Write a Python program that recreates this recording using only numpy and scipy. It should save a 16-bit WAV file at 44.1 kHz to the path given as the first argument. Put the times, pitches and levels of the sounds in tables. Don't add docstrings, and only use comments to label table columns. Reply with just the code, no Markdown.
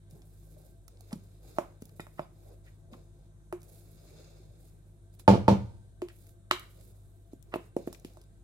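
import sys
import numpy as np
from scipy import signal
from scipy.io import wavfile

SR = 44100
rng = np.random.default_rng(int(sys.argv[2]) if len(sys.argv) > 2 else 0)


def gain_from_decibels(decibels):
    exponent = np.asarray(decibels, float) / 20
    return 10 ** exponent


def generate_wav(signal):
    frames = np.transpose(np.atleast_2d(signal))
    scaled = np.clip(frames, -1, 1) * 32767
    pcm = np.round(scaled).astype(np.int16)
    wavfile.write(sys.argv[1], SR, pcm)


N = 372108

# f/Hz, width/Hz, level/dB
CABINET = [(347.1, 25, -73.5), (667.41, 24, -80.5), (1554.8, 28, -87.5), (3700, 170, -93.5)]
# t/s, level/dB
COMPRESSOR_LOAD = [(0, -63), (.6, -67), (.9, -81.5), (1.4, -68), (3.5, -64.5), (4.4, -62), (5.0, -70),
                   (6.3, -76), (8.44, -73)]
# f/Hz, density/dB
ROOM_AIR = [(15, -32), (25, -8), (108, 0), (175, -7.5), (242, -20.5), (344, -14), (394, -21.5),
            (659, -33.5), (1020, -30.5), (3250, -44.5), (3720, -37), (5140, -50.5), (7510, -30.5),
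            (10400, -40.5), (16000, -53)]
# f/Hz, t60/s, level/dB
KITCHEN = [(79.9, 0.82, -12), (199.4, 0.25, -6.5), (700, 0.16493, -4.5), (1350, .25, -4.5),
           (1967, 0.2899, -2.5), (5000, 0.12, 7), (12000, 0.23, 1.5)]
# f/Hz, likeness/1
LIKENESS = [(60, 0.32), (200, 0.8671), (400, 0.38), (800, 0.54), (1400, 0.18), (4000, 0.017)]
# f/Hz, width/Hz, left/dB, right/dB
PORT_COLOUR = [(830, 420, -3, 2.5), (2600, 1200, 5.5, 4.5), (4800, 2000, .5, -2)]

# f/Hz, density/dB
HANDLING = [(110, -31), (180, -1), (231, -7.5), (343, 0.5), (661, -5.5), (981, -31), (1800, -30),
            (2340, -53), (3960, -120)]
# t/s, swell and fade/s, level/dB
REGRIPS = [
    (.19, 0.05577, -61),
    (.62, 0.05293, -66),
    (1.47, 0.05817, -66),
    (2.5, 0.05924, -59.5),
    (2.93, 0.04563, -58),
    (3.68, 0.0632, -69),
    (4.17, 0.0708, -65),
]
# f/Hz, density/dB
FOAM = [(3000, -12.5), (3800, -8.5), (6200, -7.5), (8500, -1.5), (11300, 3), (14900, -3.5)]
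# f/Hz, width/Hz, level/dB
RUB = [(1364.5, 680, -5), (2302.9, 370, -5.5), (2639.5, 110, -8), (3700, 250, -1), (4139.1, 350, -2),
       (4878.7, 450, -3), (6390.5, 370, -2.5)]
# peak t/s, swell/s, fade per 20 dB/s, cream/dB, wood on glass/dB
DRAGS = [(.688, 0.567, 0.1455, -69, -73.5), (1.1, 0.1217, 0.3876, -71.5, -68.5),
         (1.308, 0.142, 1.6733, -80.5, -76), (1.491, 0.0725, 0.12, -66.5, -63),
         (1.58, 0.0831, 0.1864, -67.5, -61.5), (2.18, 0.0847, 0.2146, -72.5, -73.5),
         (2.52, 0.1957, 0.1213, -69.5, -71), (3.26, 0.182, 0.04, -83.5, -79), (3.791, 0.2, 0.1, -61.5, -68),
         (4.0, 0.1885, 0.7639, -71, -67.5), (4.2, 0.15654, 0.5, -79, -60.5),
         (4.686, 0.1233, 0.1079, -69, -74), (4.914, 0.0735, 0.2533, -85, -87), (5.62, .1, 0.2869, -86, -69),
         (6.29, .22, 0.0752, -64, -72), (6.62, .1, 0.8277, -67, -74.5), (6.81, .06, 0.267, -66, -68.5),
         (7.565, .03, .015, -58, -70), (7.656, .2, 0.0717, -73.5, -71.5), (7.88, .014, .018, -57, -63)]
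# peak t/s, fade per 20 dB/s, cream/dB, wood on glass/dB
PEELS = [(.11, 0.2126, -67.5, -72.5), (.9, 0.4, -87, -73), (1.82, 0.3478, -70, -72.5),
         (1.97, 0.2897, -65.5, -79.5), (2.652, 0.1917, -74, -69), (2.928, 0.2145, -73.5, -64.5),
         (3.81, 1, -70.5, -75.5), (5.14, 0.0274, -65.5, -73.5), (5.203, 0.0339, -59, -60),
         (7.328, 0.0017, -79.5, -72), (7.79, 0.6, -75, -65.5), (8.07, 0.25, -72, -68)]
# t/s, level/dB, f/Hz, body/dB, pan/dB
SNAPS = [(0.1097, -49.5, 8300, -82, 5.5), (0.219, -52, 4880, -65, 2), (0.8804, -40.5, 10100, -57, -7),
         (1.0077, -41.5, 9200, -83, -5), (1.1284, -34.5, 5970, -46, -3.5), (1.2368, -55, 11600, -77, 10),
         (1.8212, -40.5, 11500, -55.5, 7.5), (1.8546, -43, 12300, -84.5, -9), (1.8931, -50, 8900, -62, 3),
         (2.9332, -59, 5230, -51.5, 7), (3.607, -54.5, 10400, -78.5, 6.5),
         (3.6306, -44.5, 12000, -60, -1.5), (3.7575, -53, 10400, -74.5, 14),
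         (3.7874, -59, 10240, -80, 10.5), (5.1494, -52.5, 10700, -72.5, -5),
         (5.196, -45.5, 6890, -56.5, -13), (6.2677, -44, 13200, -65, 0), (6.2924, -52, 10900, -71, -11),
         (6.5954, -35.5, 13100, -52.5, -8.5), (6.8101, -48.5, 10100, -67.5, -2.5),
         (7.426, -47, 12000, -89, 16.5), (7.9469, -53, 4530, -56, 20.5), (8.2147, -50, 7360, -70.5, 3)]
# t/s, level/dB, f/Hz, body/dB, pan/dB
FLECKS = [(.972, -57, 4500, -72, 0), (1.109, -62, 5000, -52, 0), (4.197, -56, 9000, -66, 0),
          (3.6176, -52, 6560, -75, -6.5), (7.822, -56, 9500, -85, 0), (7.826, -56, 9500, -85, 0),
          (7.855, -62, 5000, -66, 0), (7.9977, -49, 9000, -80, 3.5), (8.056, -52, 13000, -80, 0),
          (8.072, -51, 11000, -80, 0), (8.1349, -50, 10800, -82, 3), (8.2382, -55, 7900, -82, 1)]

# t/s, level/dB, crack/dB
RAPS = [
    (5.279, -1.5, -35.5),
    (5.481, -5, -40.5),
]
# f/Hz, level/dB, t60/s
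PLASTIC = [(900, 4.5, 0.022), (1044, 2, 0.0066), (1200, -14, 0.045), (1380, -9.5, .022), (1620, -13, 0.014),
           (590, -1.5, 0.037)]
# t/s, level/dB, sharpness/Hz, rattle/dB
SLAPS = [(5.2827, -2, 700, -34), (5.2928, -2.5, 700, -36), (5.3029, -3, 700, -37), (5.3131, -9.5, 700, -35),
         (5.3290, -15.5, 500, -39), (5.3372, -13, 800, -42), (5.3461, -14, 800, -43),
         (5.355, -13, 800, -46), (5.4848, -4, 600, -37), (5.4951, -7.5, 800, -38), (5.505, -13, 407, -43),
         (5.514, -15, 400, -45), (5.520, -15, 408, -46), (5.5295, -14, 411, -48)]
# f/Hz, level/dB, t60/s
COUNTER = [(58, -26, .15), (88, -23.5, 0.5), (121, -14, 0.26), (137, -11, .15), (197, -5, 0.083),
           (198, -18, .22), (250, -13, .05), (300, -10.5, .05), (440, -6.5, .05), (505, -5.5, .06)]

# t/s, belly/dB, rim ring/dB, wall/dB, crack/dB
KNOCKS = [(1.584, -17.5, -29, -33, -50), (1.9962, -50, -44, -44, -65.5), (2.003, -47.5, -53.5, -66, -54),
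          (2.067, -50, -58.5, -53, -66.5), (2.193, -25.5, -41.5, -41, -60.5),
          (3.525, -32.5, -36.5, -41.5, -56), (6.018, -35, -45, -48.5, -57.5), (6.085, -65, -61.5, -61, -64),
          (6.5106, -26, -33.5, -24, -38.5), (7.332, -78, -49, -77, -66.5),
          (7.539, -27.5, -33.5, -33, -57.5), (7.5572, -28.5, -28.5, -53, -64), (7.765, -45, -34, -50, -54),
          (7.874, -54.5, -36, -48, -62), (7.927, -49, -67, -59.5, -51.5), (8.047, -61.5, -47, -68, -57.5),
          (8.17, -47, -64.5, -68.5, -65.5)]
# f/Hz, level/dB, t60/s
RIM = [(360, 6.5, 0.03152), (459.26, -4, 0.034), (253, -4, 0.0071)]
# f/Hz, level/dB, t60/s
BELLY = [(600, -3, 0.03), (690, -5, 0.0024)]
# f/Hz, level/dB, t60/s
EDGE = [(1270, 0, .008), (2340, -5, .008), (3010, -9, .006), (3700, -8, .006)]
# t/s, clack/dB, ring/dB
BARE_EDGE = [
    (6.018, -44, -65),
    (6.085, -45, -65),
    (6.5106, -14, -15),
    (7.539, -38, -55),
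    (8.047, -42, -65),
]
# t/s, level/dB, sharpness/Hz, direction/1
SHOVES = [
    (1.997, -30, 800, -1),
    (7.767, -17, 400, 1),
    (7.8755, -23, 380, 1),
    (8.05, -32, 320, 1),
]
# t/s, level/dB, f/Hz, t60/s
THUDS = [(0.126, -43.5, 146, 0.04784), (1.129, -28.5, 215, 0.032), (1.157, -33.5, 156.9, 0.01566),
         (1.822, -34, 228.6, 0.012058), (1.996, -36.5, 153.8, 0.01709), (2.193, -38, 155, 0.029),
         (.566, -53.5, 621.3, 0.0422), (1.006, -56, 700, 0.02064), (7.333, -39.5, 300, .025),
         (8.048, -39, 258.2, 0.0154), (2.925, -44, 221.3, 0.0494), (3.525, -28.5, 356.8, 0.075),
         (4.399, -56.5, 360.7, 0.08835), (6.021, -26.5, 360, 0.06423), (6.523, -35.5, 363.7, 0.09),
         (7.767, -30, 582, 0.03248), (7.876, -40, 590, 0.0309)]
# t/s, level/dB, f/Hz, t60/s
PINGS = [
    (1.997, -44, 1850, 0.022),
    (1.998, -54, 2430, 0.0196),
    (1.997, -45, 1359, 0.0429),
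    (2.000, -54, 3700, 0.0702),
    (2.002, -57, 5030, 0.025),
    (2.194, -58.5, 4997, 0.0196),
    (2.218, -64, 3603, 0.0874),
    (2.218, -67.5, 4855, 0.103),
    (7.540, -44, 2735, 0.01917),
]
# start t/s, end t/s, level/dB, f/Hz
SKIDS = [(1.1, 1.148, -42.5, 613.8), (1.114, 1.137, -51, 8070), (1.155, 1.16, -52.5, 9120),
         (1.546, 1.604, -49, 614.5), (2.171, 2.205, -48.5, 1200), (2.65, 2.695, -58.5, 1737),
         (2.927, 2.952, -48, 886.7), (5.6, 5.716, -72.5, 4470), (6.09, 6.112, -53, 1600),
         (6.504, 6.512, -45.5, 1600), (7.515, 7.536, -48, 1284), (7.526, 7.545, -36, 400)]


def rms_one(x):
    return x / np.sqrt(np.mean(x ** 2) + 1e-20)


def at_hz(points, hz, axis=1):
    points = np.array(points)
    return np.interp(np.log(hz), np.log(points[:, 0]), points[:, axis])


def curves(rows):
    s, *columns = np.transpose(rows)
    return [np.interp(np.arange(N) / SR, s, column) for column in columns]


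def delayed(x, s):
    return np.interp(np.arange(N) - s * SR, np.arange(N), x)


def highpass(x, order, hz):
    return signal.sosfilt(signal.butter(order, hz, "high", fs=SR, output="sos"), x)


def drift(rate, db=None):
    r = np.exp(-80 * np.pi * rate / SR)
    chance = rng.standard_normal(N // 40 + 2002)
    slow = rms_one(signal.lfilter([1], [1, -2 * r, r * r], chance)[2000:])
    if db is not None:
        slow = gain_from_decibels(db * slow)
    return np.interp(np.arange(N) / 40, np.arange(len(slow)), slow)


def resonate(x, hz, width):
    r = np.exp(-np.pi * width / SR)
    zeros = np.array([1, 0, -1]) * (1 - r * r) / 2
    return signal.lfilter(zeros, [1, -2 * r * np.cos(2 * np.pi * hz / SR), r * r], x)


def bands(white, gain):
    out, edges = 0, 22 * 2 ** np.arange(0, 9.8, .4)
    for k, (low, high) in enumerate(zip(edges, edges[1:])):
        hz = np.sqrt(low * high)
        g = gain(hz)
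        if np.max(g) > 0:
            sos = signal.butter(2, [low, high], "band", fs=SR, output="sos")
            mid, side = signal.sosfilt(sos, white[k % 2])
            alike = np.clip(at_hz(LIKENESS, hz), -1, 1)
            out = out + g * (np.sqrt(1 + alike) * mid + np.sqrt(1 - alike) * side * [[1], [-1]])
    return out


def add(track, s, sound, db):
    i = round(s * SR)
    track[i:i + len(sound)] += (gain_from_decibels(db) * sound / np.abs(sound).max())[:N - i]


def ring(modes, rise_s):
    t = np.arange(SR // 6) / SR
    hz, db, t60 = np.transpose(modes)[:, :, None]
    sines = gain_from_decibels(db - 60 * t / t60) * np.sin(2 * np.pi * hz * t)
    return sines.sum(0) * (1 - np.exp(-t / rise_s))


def struck(modes, rise_s, spread_db):
    hz, db, t60 = np.transpose(modes)
    strength, tuning = rng.standard_normal((2, len(modes)))
    return ring(np.transpose([hz * (1 + 0.022 * tuning), db + spread_db * strength, t60]), rise_s)


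def crack(low_hz, high_hz, t60, grit):
    t = np.arange(SR // 8) / SR
    sos = signal.butter(2, [low_hz, min(high_hz, .45 * SR)], "band", fs=SR, output="sos")
    noise = grit * rng.standard_normal(len(t)) * gain_from_decibels(-60 * t / max(t60, .002))
    return signal.sosfilt(sos, noise + (t == 0))


def rounded_push(sharp_hz, centre_s, samples):
    x = (np.pi * sharp_hz * (np.arange(samples) / SR - centre_s)) ** 2
    return (1 - 2 * x) * np.exp(-x)


def fridge():
    white = rng.standard_normal((2, 2, N))
    air = gain_from_decibels(-61) * rms_one(bands(white, lambda hz: gain_from_decibels(at_hz(ROOM_AIR, hz)) * drift(3, db=1.4296)))
    for hz, width, db in CABINET:
        swell = gain_from_decibels(db) * drift(3, db=1.5)
        breath = resonate(white[0, 0] + 0.24 * white[1], hz, width)
        air += swell * rms_one(resonate(breath, hz, width))
    hiss_band = signal.butter(6, [7300, 11600], "band", fs=SR, output="sos")
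    air += gain_from_decibels(-85) * rms_one(signal.sosfilt(hiss_band, white[0]))
    compressor_db, = curves(COMPRESSOR_LOAD)
    t = np.arange(N) / SR
    slip_hz, slip_peak_s, slip_depth = 1.53, 3.82, 0.22
    beat = 1 + slip_depth * np.cos(2 * np.pi * slip_hz * (t - slip_peak_s))
    double_db = -60 + 20 * np.log10(beat)
    # f/Hz, level/dB, waver/Hz
    tones = [(49.3, -59, .4), (100.1, double_db, .4), (157.4, compressor_db, .4), (39, -72.5, .6)]
    for hz, db, waver_hz in tones:
        phase = 2 * np.pi * (hz * t + np.cumsum(waver_hz * drift(4)) / SR)
        level = np.sqrt(2) * gain_from_decibels(db + 3.9 * waver_hz * drift(2.7))
        air += level * np.sin(phase) * gain_from_decibels([[.6], [-.6]])
    return air


def kitchen(x):
    hall_t60_s, hall_db = 0.54653, -17.5
    t = np.arange(SR * 3 // 4) / SR
    late = gain_from_decibels(hall_db - 60 * t / hall_t60_s)

    def decay(hz):
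        return gain_from_decibels(at_hz(KITCHEN, hz, axis=2)) * (gain_from_decibels(-60 * t / at_hz(KITCHEN, hz)) + late)

    tail = bands(rng.standard_normal((2, 2, len(t))), decay)
    tail *= np.clip((t - .003) / 0.00059, 0, 1) / np.sqrt(SR * 0.03)
    return signal.fftconvolve(x[None], tail, axes=1)[:, :N]


def ports(x, shade_db):
    echo_s, echo_db = (.0011, .0017), (-4, -2)
    treble = highpass(x, 1, 2500)
    shaded = x + (gain_from_decibels(shade_db) - 1) * highpass(x, 1, 8000)
    return np.array([direct + gain_from_decibels(db) * delayed(treble, s)
                     for direct, s, db in zip([shaded, x], echo_s, echo_db)])


def coloured(x):
    for hz, width, *db in PORT_COLOUR:
        x = x + (gain_from_decibels(np.array(db))[:, None] - 1) * resonate(x, hz, width)
    return x


def grip(rub_db):
    jolt_db, jolt_t60_s = -31.5, 0.22
    t = np.arange(0, N + 40, 40) / SR
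    moves = np.zeros(len(t))
    for s, belly_db, *_ in KNOCKS:
        moves += gain_from_decibels(belly_db + jolt_db - 60 * np.clip(t - s, 0, 9) / jolt_t60_s) * (t > s)
    for s, span_s, db in REGRIPS:
        moves += gain_from_decibels(db) * np.exp(-((t - s) / span_s) ** 2)
    rumble = gain_from_decibels(-66.5 + .4 * (rub_db + 76))
    return rumble + np.interp(np.arange(N) / SR, t, moves)


def contact():
    peel_swell_s, swell_curve, rest_db = 0.014184, 0.5, -95
    t = np.arange(0, N + 40, 40) / SR
    power = gain_from_decibels(2 * rest_db)
    peels = [(s, peel_swell_s, *rest) for s, *rest in PEELS]
    for s, swell_s, fade_s, *db in list(DRAGS) + peels:
        swell = np.clip(1 + (t - s) / swell_s, 0, 1) ** swell_curve
        shape = swell * gain_from_decibels(-20 * np.clip(t - s, 0, 9) / fade_s)
        power = power + (gain_from_decibels(np.array(db))[:, None] * shape) ** 2
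    return [np.interp(np.arange(N) / SR, t, 10 * np.log10(p)) for p in power]


def stroke():
    cream_db, rub_db = contact()
    white = rng.standard_normal((2, 2, N))
    burst = gain_from_decibels(2.4 * np.minimum(rng.exponential(1, N), 5))
    grains = burst * (rng.random(N) < 9000 / SR) + 0.24
    fizz = white * grains * drift(30, db=2.5)
    cream = bands(fizz, lambda hz: gain_from_decibels(at_hz(FOAM, hz)) * (hz > 3000))
    rub = 0
    for hz, width, db in RUB:
        rub = rub + gain_from_decibels(db) * resonate(white[1] * grains * drift(40, db=1.0954), hz, width)
    hand = bands(white[::-1], lambda hz: gain_from_decibels(at_hz(HANDLING, hz)) * drift(18, db=3.0) * (180 < hz < 1800))
    cream = gain_from_decibels(cream_db) * rms_one(cream) * gain_from_decibels([[-1.5], [1.5]])
    rub = gain_from_decibels(rub_db - 3.0 + 0.91 * drift(22)) * rms_one(rub)
    return cream + rub + gain_from_decibels(-4.0) * grip(rub_db) * rms_one(hand)


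def snaps(rows):
    t60_s = .016
    out = np.zeros((2, N))
    for s, db, hz, body_db, pan_db in rows:
        top = crack(.45 * hz, 1.8 * hz, t60_s, grit=.5)
        body = crack(700, 3200, 1.5 * t60_s, grit=.4)
        for side, track in zip((.5, -.5), out):
            add(track, s, top, db + side * pan_db)
            add(track, s, body, body_db + 4 + side * pan_db)
    return out


def plastic_bowl():
    out, pushes = np.zeros(N), 1e-12 * rng.standard_normal(N)
    for s, db, crack_db in RAPS:
        add(out, s - .0008, -struck(PLASTIC, 0.0015, 0.89), db - 3.5)
        add(out, s, -crack(1700, 5000, .01, grit=.04), crack_db + 18)
        add(out, s, crack(7900, 14000, .01, grit=.06), crack_db + 7.5)
    t = np.arange(-150, 150) / SR
    for s, db, sharp_hz, rattle_db in SLAPS:
        add(pushes, s + t[0], np.exp(-(np.pi * sharp_hz * t) ** 2), db)
        add(out, s, crack(1250, 5500, .025, grit=.8), rattle_db + 1.5)
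    rings = sum(gain_from_decibels(db) * resonate(pushes, hz, 3.3 / t60) * t60 * 30 for hz, db, t60 in COUNTER)
    return out + gain_from_decibels(-1.5) * highpass(pushes, 1, 150) + gain_from_decibels(-4.5) * rings


def skid(start, end, hz):
    span = max(round((end - start) * SR), 50)
    hold = np.sin(np.pi * np.linspace(0, 1, span) ** 1.5) ** 1.1
    rough = resonate(rng.standard_normal(span) * hold, hz, 0.58 * hz)
    return resonate(rough, hz, 0.8 * hz)


def glass():
    smothered_edge_db = -15.5
    out = 1e-12 * rng.standard_normal(N)
    for s, belly_db, rim_db, wall_db, crack_db in KNOCKS:
        add(out, s, rounded_push(750, .0018, SR // 200), belly_db - 1.0)
        add(out, s + 0.001406, struck(RIM, 0.00046, 0.93), rim_db + 6.5)
        add(out, s + 0.0012604, struck(BELLY, 0.001, 0.98), belly_db - 4.0)
        add(out, s + .0008, crack(850, 1700, .008, grit=.04), wall_db + 8)
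        add(out, s + .0008, -crack(1700, 4600, .01, grit=.06), crack_db + smothered_edge_db + 17)
        add(out, s + .0008, crack(5500, 13830, 0.018, grit=0.15), crack_db + 17.5)
    for s, db, sharp_hz, direction in SHOVES:
        add(out, s - .005, direction * rounded_push(sharp_hz, .005, SR // 100), db)
    for s, clack_db, ring_db in BARE_EDGE:
        add(out, s + .0004, -ring(EDGE, .0006), ring_db)
        add(out, s + .0008, -crack(1700, 4600, .01, grit=.06), clack_db)
    for s, db, hz, t60 in THUDS:
        add(out, s, struck([(hz, 0, t60), (1.7 * hz, -14, .02)], 0.0037, 0), db)
    for s, db, hz, t60 in PINGS:
        add(out, s, crack(hz - 110, hz + 110, t60, grit=0.91), db)
    for start, end, db, hz in SKIDS:
        add(out, start, skid(start, end, hz), db)
    return highpass(out, 2, 110)


def scene():
    held, big, small = glass(), plastic_bowl(), snaps(SNAPS)
    wet = kitchen(gain_from_decibels(-6.5) * held + big + gain_from_decibels(-16) * small.mean(0))
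    direct = ports(held + big, shade_db=-8) * gain_from_decibels([[-.3], [.3]])
    bowls = coloured(direct + wet)
    left, right = bowls + small + stroke() + fridge() + snaps(FLECKS)
    return np.array([delayed(left, 0.00018895), right])


def roll_off(x):
    return signal.sosfilt(signal.butter(12, 16680, fs=SR, output="sos"), x)


def record(dry):
    firm = highpass(dry, 2, 32)
    rounded = 1.2336 * np.tanh(firm / 1.1355)
    mix = signal.sosfilt(signal.cheby2(14, 32, 16150, fs=SR, output="sos"), rounded)
    return roll_off(mix)


dry = scene()
out = record(dry)
generate_wav(out)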